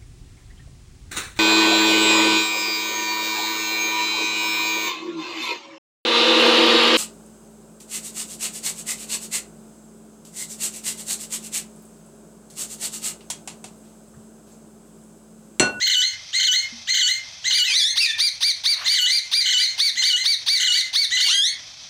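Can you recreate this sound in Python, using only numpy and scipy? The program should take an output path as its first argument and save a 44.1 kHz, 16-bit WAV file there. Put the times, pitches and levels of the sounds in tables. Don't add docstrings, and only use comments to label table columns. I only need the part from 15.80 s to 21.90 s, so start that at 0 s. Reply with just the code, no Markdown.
import sys
import numpy as np
from scipy import signal
from scipy.fft import rfft, irfft
from scipy.io import wavfile
from scipy.ndimage import uniform_filter1d

SR = 44100
rng = np.random.default_rng(int(sys.argv[2]) if len(sys.argv) > 2 else 0)


def natural_amplitude(level_db):
    exponent = np.asarray(level_db, float) / 20
    return 10 ** exponent


def wav_out(sig):
    wavfile.write(sys.argv[1], SR, np.round(np.clip(np.atleast_2d(sig).T, -1, 1) * 32767).astype(np.int16))


N = 268921

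# (start [s], low note ends after [s], fade [s], high note [Hz], level [dB])
WARBLES = [(-0.005, 0.22, 0.17, 2126, 1), (0.526, .2, 0.19, 2131, 0.5), (1.069, .205, 0.18, 2111, 0),
           (1.637, 0.2, 0.15, 2097, -1.5), (3.038, 0.22, 0.29, 2106, -1.5), (3.586, 0.21, 0.21, 2116, -1),
           (4.151, .21, 0.16, 2088, -2.5), (4.727, 0.22, 0.19, 2067, -0.5), (5.3, 0.21, 0.22, 2039, -0.5)]
# (start [s], climb [s], crest [s], fall [s], top pitch [Hz])
ARCHES = [(1.696, .051, .046, .03, 2375), (1.885, .091, .04, .033, 2370), (2.155, .038, .044, .035, 2375),
          (2.378, .039, .045, .034, 2380), (2.604, .042, .042, .035, 2350), (2.835, .04, .041, .035, 2330),
          (3.058, .038, .041, .04, 2335), (3.276, .043, .049, .032, 2365), (3.512, .039, .043, .04, 2390),
          (3.732, .056, .042, .039, 2360), (3.977, .04, .044, .045, 2290), (4.212, .04, .039, .045, 2305),
          (4.435, .039, .034, .046, 2315), (4.66, .04, .042, .046, 2305), (4.892, .041, .045, .041, 2295),
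          (5.128, .044, .044, .043, 2260), (5.377, .047, .042, .051, 2260)]
# (start [s], length [s], from [Hz], to [Hz], level [dB], brightness [dB per octave])
WHISTLES = [(1.86, 0.09, 2780, 2160, -15, -5), (2.199, 0.071, 2800, 2320, -4.5, -5),
            (2.249, .07, 1923, 1736, -9, -16)]
# (time [s], pitch [Hz], level [dB])
LONG_CALLS = [
    [(1.9, 1500, -21), (1.93, 1604, -27), (1.95, 1885, -17), (1.978, 2125, -6.5), (2.013, 1679, -12),
     (2.045, 1705, -8), (2.09, 2060, -18.5), (2.115, 2150, -22.5), (2.14, 2130, -44)],
    [(5.462, 714, -22), (5.51, 1436, -6), (5.54, 1614, -9), (5.6, 1606, -11.5), (5.63, 1733, -9.5),
     (5.66, 1943, -10), (5.69, 2220, -18.5), (5.72, 2208, -34), (5.76, 2170, -56)],
]
# (frequency [Hz], gain [dB])
WARBLER_COLOUR = [(700, -35), (1500, -21), (2100, -8), (2600, -14), (2950, 2), (3500, -5), (4200, -3),
                  (4600, -11.5), (5400, -21), (6600, -4), (7400, -13.5), (8500, -23), (10500, -36.5),
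                  (12000, -40), (15000, -24.5)]
SCREECHER_COLOUR = [(600, -15.5), (1300, -25), (2350, -16), (2750, -10.5), (3200, -7.5), (3600, -1.5),
                    (4700, -3.5), (5300, -12), (6300, -13.5), (6800, -27), (7200, -34), (9400, -19.5),
                    (12000, -40), (14500, -36), (16000, -28)]
WHISTLER_COLOUR = [(700, -10.5), (1700, -12.5), (2500, -2.5), (3400, 12), (4300, 5), (4950, -1),
                   (6300, 2.5), (7500, -13), (9600, -3.5), (12000, -30), (15000, -17)]
# (frequency [Hz], gain [dB])
BREATH_LIFT = [(700, -20.5), (1500, 9.5), (3000, -0.5), (7000, 11), (12000, 6), (15000, 17)]
# (time [s], level [dB])
KNOCKS = [(0.925, -34), (4.113, -48), (4.149, -48)]
# (frequency [Hz], level [dB], decay by 60 dB [s])
BOX_PARTIALS = [(234, -4.5, 0.33), (485, -25, 0.2), (610, -25, 0.15)]
# (frequency [Hz], relative density [dB per Hz])
OUTSIDE = [(18, -72), (30, -11), (95, 2.5), (311, -11), (426, -15.5), (632, -6), (1590, -7.5), (2060, -4),
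           (2610, 2), (2830, -9), (3140, 4), (4190, 4), (6050, 6), (6900, -9.5), (16000, -38)]
# (frequency [Hz], relative density [dB per Hz])
RUSTLE_COLOUR = [(250, -53), (600, -18), (1200, -9), (3000, -9), (6000, -36)]
# (frequency [Hz], decay by 60 dB [s])
ECHO_T60 = [(500, 0.17), (2000, 0.39), (4000, 0.13), (7000, 0.093), (12000, 0.11)]
# (frequency [Hz], gain [dB])
SHADOW = [(5000, 0), (7500, -2), (10000, -10), (15000, -13)]


def at_hz(points, hz):
    points = np.array(points)
    return np.interp(np.log(hz), np.log(points[:, 0]), points[:, 1])


def rms_one(x):
    return x / np.sqrt(np.mean(x ** 2) + 1e-20)


def drift(rate_hz, size):
    r = np.exp(-2 * np.pi * rate_hz / SR)
    noise = rng.standard_normal(size + SR // 2)
    settled = signal.lfilter([1], [1, -2 * r, r * r], noise)[SR // 2:]
    return rms_one(settled)


def coloured(x, spectrum):
    hz = np.fft.rfftfreq(len(x), 1 / SR) + 1
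    return irfft(rfft(x) * natural_amplitude(at_hz(spectrum, hz)), len(x))


def add_call(out, s, hz, db, rasp_db, tilt_db, colour, waver, shimmer_db):
    n = np.arange(max(int(s[0] * SR), 0), int(s[-1] * SR))
    hz, db, rasp_db, tilt_db = [uniform_filter1d(np.interp(n / SR, s, curve), size=150, mode="nearest")
                                for curve in (hz, db, rasp_db, tilt_db)]
    pitch = hz * (1 + waver * drift(83, len(n)))
    phase = 2 * np.pi * np.cumsum(pitch) / SR
    tone = 0
    for k in range(1, 21):
        heard = k * pitch < 16500
        unsteady_db = shimmer_db * k * drift(53, len(n))
        partial_db = at_hz(colour, k * pitch) + tilt_db * np.log2(k) + unsteady_db
        tone = tone + heard * natural_amplitude(partial_db) * np.sin(k * phase)
    voice_noise = rms_one(coloured(rng.standard_normal(len(n)), colour))
    breath = coloured(voice_noise, BREATH_LIFT)
    return_to_rest = signal.windows.tukey(len(n), min(.008 * SR / len(n), 1))
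    out[n] += natural_amplitude(db) * return_to_rest * (tone + natural_amplitude(rasp_db) * breath)


def outside():
    bed = rms_one(coloured(rng.standard_normal(N), OUTSIDE))
    low = signal.sosfilt(signal.butter(2, 300, fs=SR, output="sos"), bed)
    insects = (bed - low) * natural_amplitude(1.2 * drift(31, N))
    rumble = low * natural_amplitude(1.4 * drift(12, N))
    return natural_amplitude(-40.5) * (insects + rumble)


def warbler():
    swing_from, low_note = .45, .7
    swing_s, slide_s, slide_end_s, spring_s = .01, .032, .158, .012
    dip_bottoms_s = (.0745, .105)
    dip_fall_s, dip_dwell_s, dip_rise_s = .011, .004, .009
    onset_db, onset_s = -18, .009
    swell_db, swell_s = -16, .11
    slack_db, low_note_db = -7, -1.5
    fade_db, fade_bend = -54.5, 1.57
    rasp_db, dip_rasp_db = -20, 3
    out = np.zeros(N)
    for start, low_end, fade, high_hz, level_db in WARBLES:
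        t = np.arange(0, low_end + fade, .001)
        dips, falling = 0, 0
        for s in dip_bottoms_s:
            corners = np.cumsum([s - dip_fall_s, dip_fall_s, dip_dwell_s, dip_rise_s])
            dips = dips + np.interp(t, corners, [0, 1, 1, 0])
            falling = falling + np.interp(t, [s - dip_fall_s, s - dip_fall_s / 3, s], [0, 1, 0])
        after = np.maximum(t - low_end, 0)
        slide = np.sin(np.pi / 2 * np.clip(1 + (t - slide_end_s) / slide_s, 0, 1)) ** 2
        low = uniform_filter1d(slide * np.exp(-after / spring_s), size=7)
        swing = (1 - swing_from) * np.exp(-t / swing_s)
        hz = high_hz * (1 - swing - (1 - low_note) * (dips + low))
        effort_db = onset_db * np.exp(-t / onset_s) + swell_db * np.exp(-t / swell_s)
        effort_db = effort_db + slack_db * falling + low_note_db * low
        effort_db = effort_db + fade_db * (after / fade) ** fade_bend
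        add_call(out, start + t, hz, effort_db + level_db, rasp_db + dip_rasp_db * dips, .25 * effort_db,
                 WARBLER_COLOUR, waver=.005, shimmer_db=1.2)
    return out


def aviary(x, gap_s, early_db, early_t60):
    t = np.arange(SR // 2) / SR
    edges = 300 * 2 ** np.arange(0, 6, .5)
    response = 0
    for low, high in zip(edges, edges[1:]):
        band_pass = signal.butter(2, [low, high], "band", fs=SR, output="sos")
        band = signal.sosfilt(band_pass, rng.standard_normal(len(t)))
        late = natural_amplitude(-60 * t / at_hz(ECHO_T60, np.sqrt(low * high)))
        early = natural_amplitude(early_db - 60 * t / early_t60)
        response = response + band * (late + early)
    response = response * np.clip(t / gap_s, 0, 1)
    return signal.fftconvolve(x, response / np.sqrt(np.sum(response ** 2)))[:N]


def knock():
    out = np.zeros(N)
    for s, level_db in KNOCKS:
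        t = np.maximum(np.arange(N) / SR - s, 0)
        for hz, db, t60 in BOX_PARTIALS:
            out += natural_amplitude(level_db + db - 60 * t / t60) * np.sin(2 * np.pi * hz * t)
    return out


def screecher():
    climb_from, shoulder, fall_to, rounding, fall_bend = .32, .94, .75, 3.6, 1.45
    break_from, break_to = .55, .735
    break_before_s, break_s = .0175, .002
    weak_db, half_open_db, opening_s = -25.5, -15, .0066
    shut_db, shut_bend = -8.5, 2.5
    clear_db, rasp_per_db = -21, .35
    out = np.zeros(N)
    for start, climb, crest, fall, top_hz in ARCHES:
        t = np.arange(0, climb + crest + fall, .001)
        snap = climb - break_before_s
        over = np.clip((t - climb) / crest, 0, 1)
        down = np.clip((t - climb - crest) / fall, 0, 1)
        up = np.interp(t, [0, snap, snap + break_s, climb], [climb_from, break_from, break_to, shoulder])
        rounded_top = (1 - shoulder) * (1 - (1 - over) ** rounding)
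        hz = top_hz * (up + rounded_top - (1 - fall_to) * down ** fall_bend)
        effort_db = np.interp(t, [0, snap, snap + opening_s], [weak_db, half_open_db, 0])
        effort_db = effort_db + shut_db * down ** shut_bend
        add_call(out, start + t, hz, effort_db, clear_db - rasp_per_db * effort_db, .093 * effort_db,
                 SCREECHER_COLOUR, waver=.003, shimmer_db=.37)
    return out


def whistlers():
    attack_s, release_s, edge_db = .013, .0061, -25
    long_call_tilt_db = -.5
    out, calls = np.zeros(N), []
    for s, hz, db in map(np.transpose, LONG_CALLS):
        t = np.arange(s[0], s[-1], .001)
        bends = uniform_filter1d(np.interp(t, s, hz), size=17, mode="nearest")
        calls.append((t, bends, np.interp(t, s, db), long_call_tilt_db))
    for start, length, from_hz, to_hz, db, tilt_db in WHISTLES:
        t = np.array([0, attack_s, length - release_s, length])
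        glide = from_hz + (to_hz - from_hz) * t / length
        calls.append((start + t, glide, db + edge_db * np.array([1, 0, 0, 1]), tilt_db))
    for s, hz, db, tilt_db in calls:
        add_call(out, s, hz, db, np.full(len(s), -19.0), np.full(len(s), tilt_db), WHISTLER_COLOUR,
                 waver=.007, shimmer_db=0)
    return out


def rustle():
    grains = rng.standard_normal(N) * natural_amplitude(1.4 * drift(39, N))
    corners = np.cumsum([2.84, .08, .08, .22])   # start, rise, hold and fade [s]
    envelope = np.interp(np.arange(N) / SR, corners, [0, 1, 1, 0])
    return rms_one(coloured(grains, RUSTLE_COLOUR)) * natural_amplitude(-34) * envelope


def scene():
    background = outside()
    far, near, others = warbler(), screecher(), whistlers()
    echo = natural_amplitude(-5) * aviary(far, gap_s=.005, early_db=5, early_t60=.14)
    echo = echo + natural_amplitude(-9) * aviary(near, gap_s=.003, early_db=14.5, early_t60=.19)
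    echo = echo + natural_amplitude(-5) * aviary(others, gap_s=.005, early_db=6, early_t60=.12)
    direct = coloured(far + others, SHADOW) + near
    return (direct + echo + knock() + rustle() + background)[None]


def gain_control(x, threshold_db, share, release_db_s, attack_s):
    level_db = 10 * np.log10(uniform_filter1d(x ** 2, size=200) + 1e-12)
    ramp = release_db_s * np.arange(N) / SR
    held_db = np.maximum.accumulate(level_db + ramp) - ramp
    r = np.exp(-1 / (attack_s * SR))
    excess_db = np.maximum(held_db - threshold_db, 0)
    cut_db = signal.lfilter([1 - r], [1, -r], share * excess_db)
    return x * natural_amplitude(-cut_db)


def top_cut(x):
    return signal.sosfilt(signal.butter(12, 16920, fs=SR, output="sos"), x)


def record(dry):
    held = gain_control(dry[0], threshold_db=-19.6, share=.85, release_db_s=200, attack_s=.002)
    low_pass = signal.cheby2(10, 50, 16300, fs=SR, output="sos")
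    mix = signal.sosfilt(low_pass, held)[None]
    return top_cut(mix)


dry = scene()
out = record(dry)
wav_out(out)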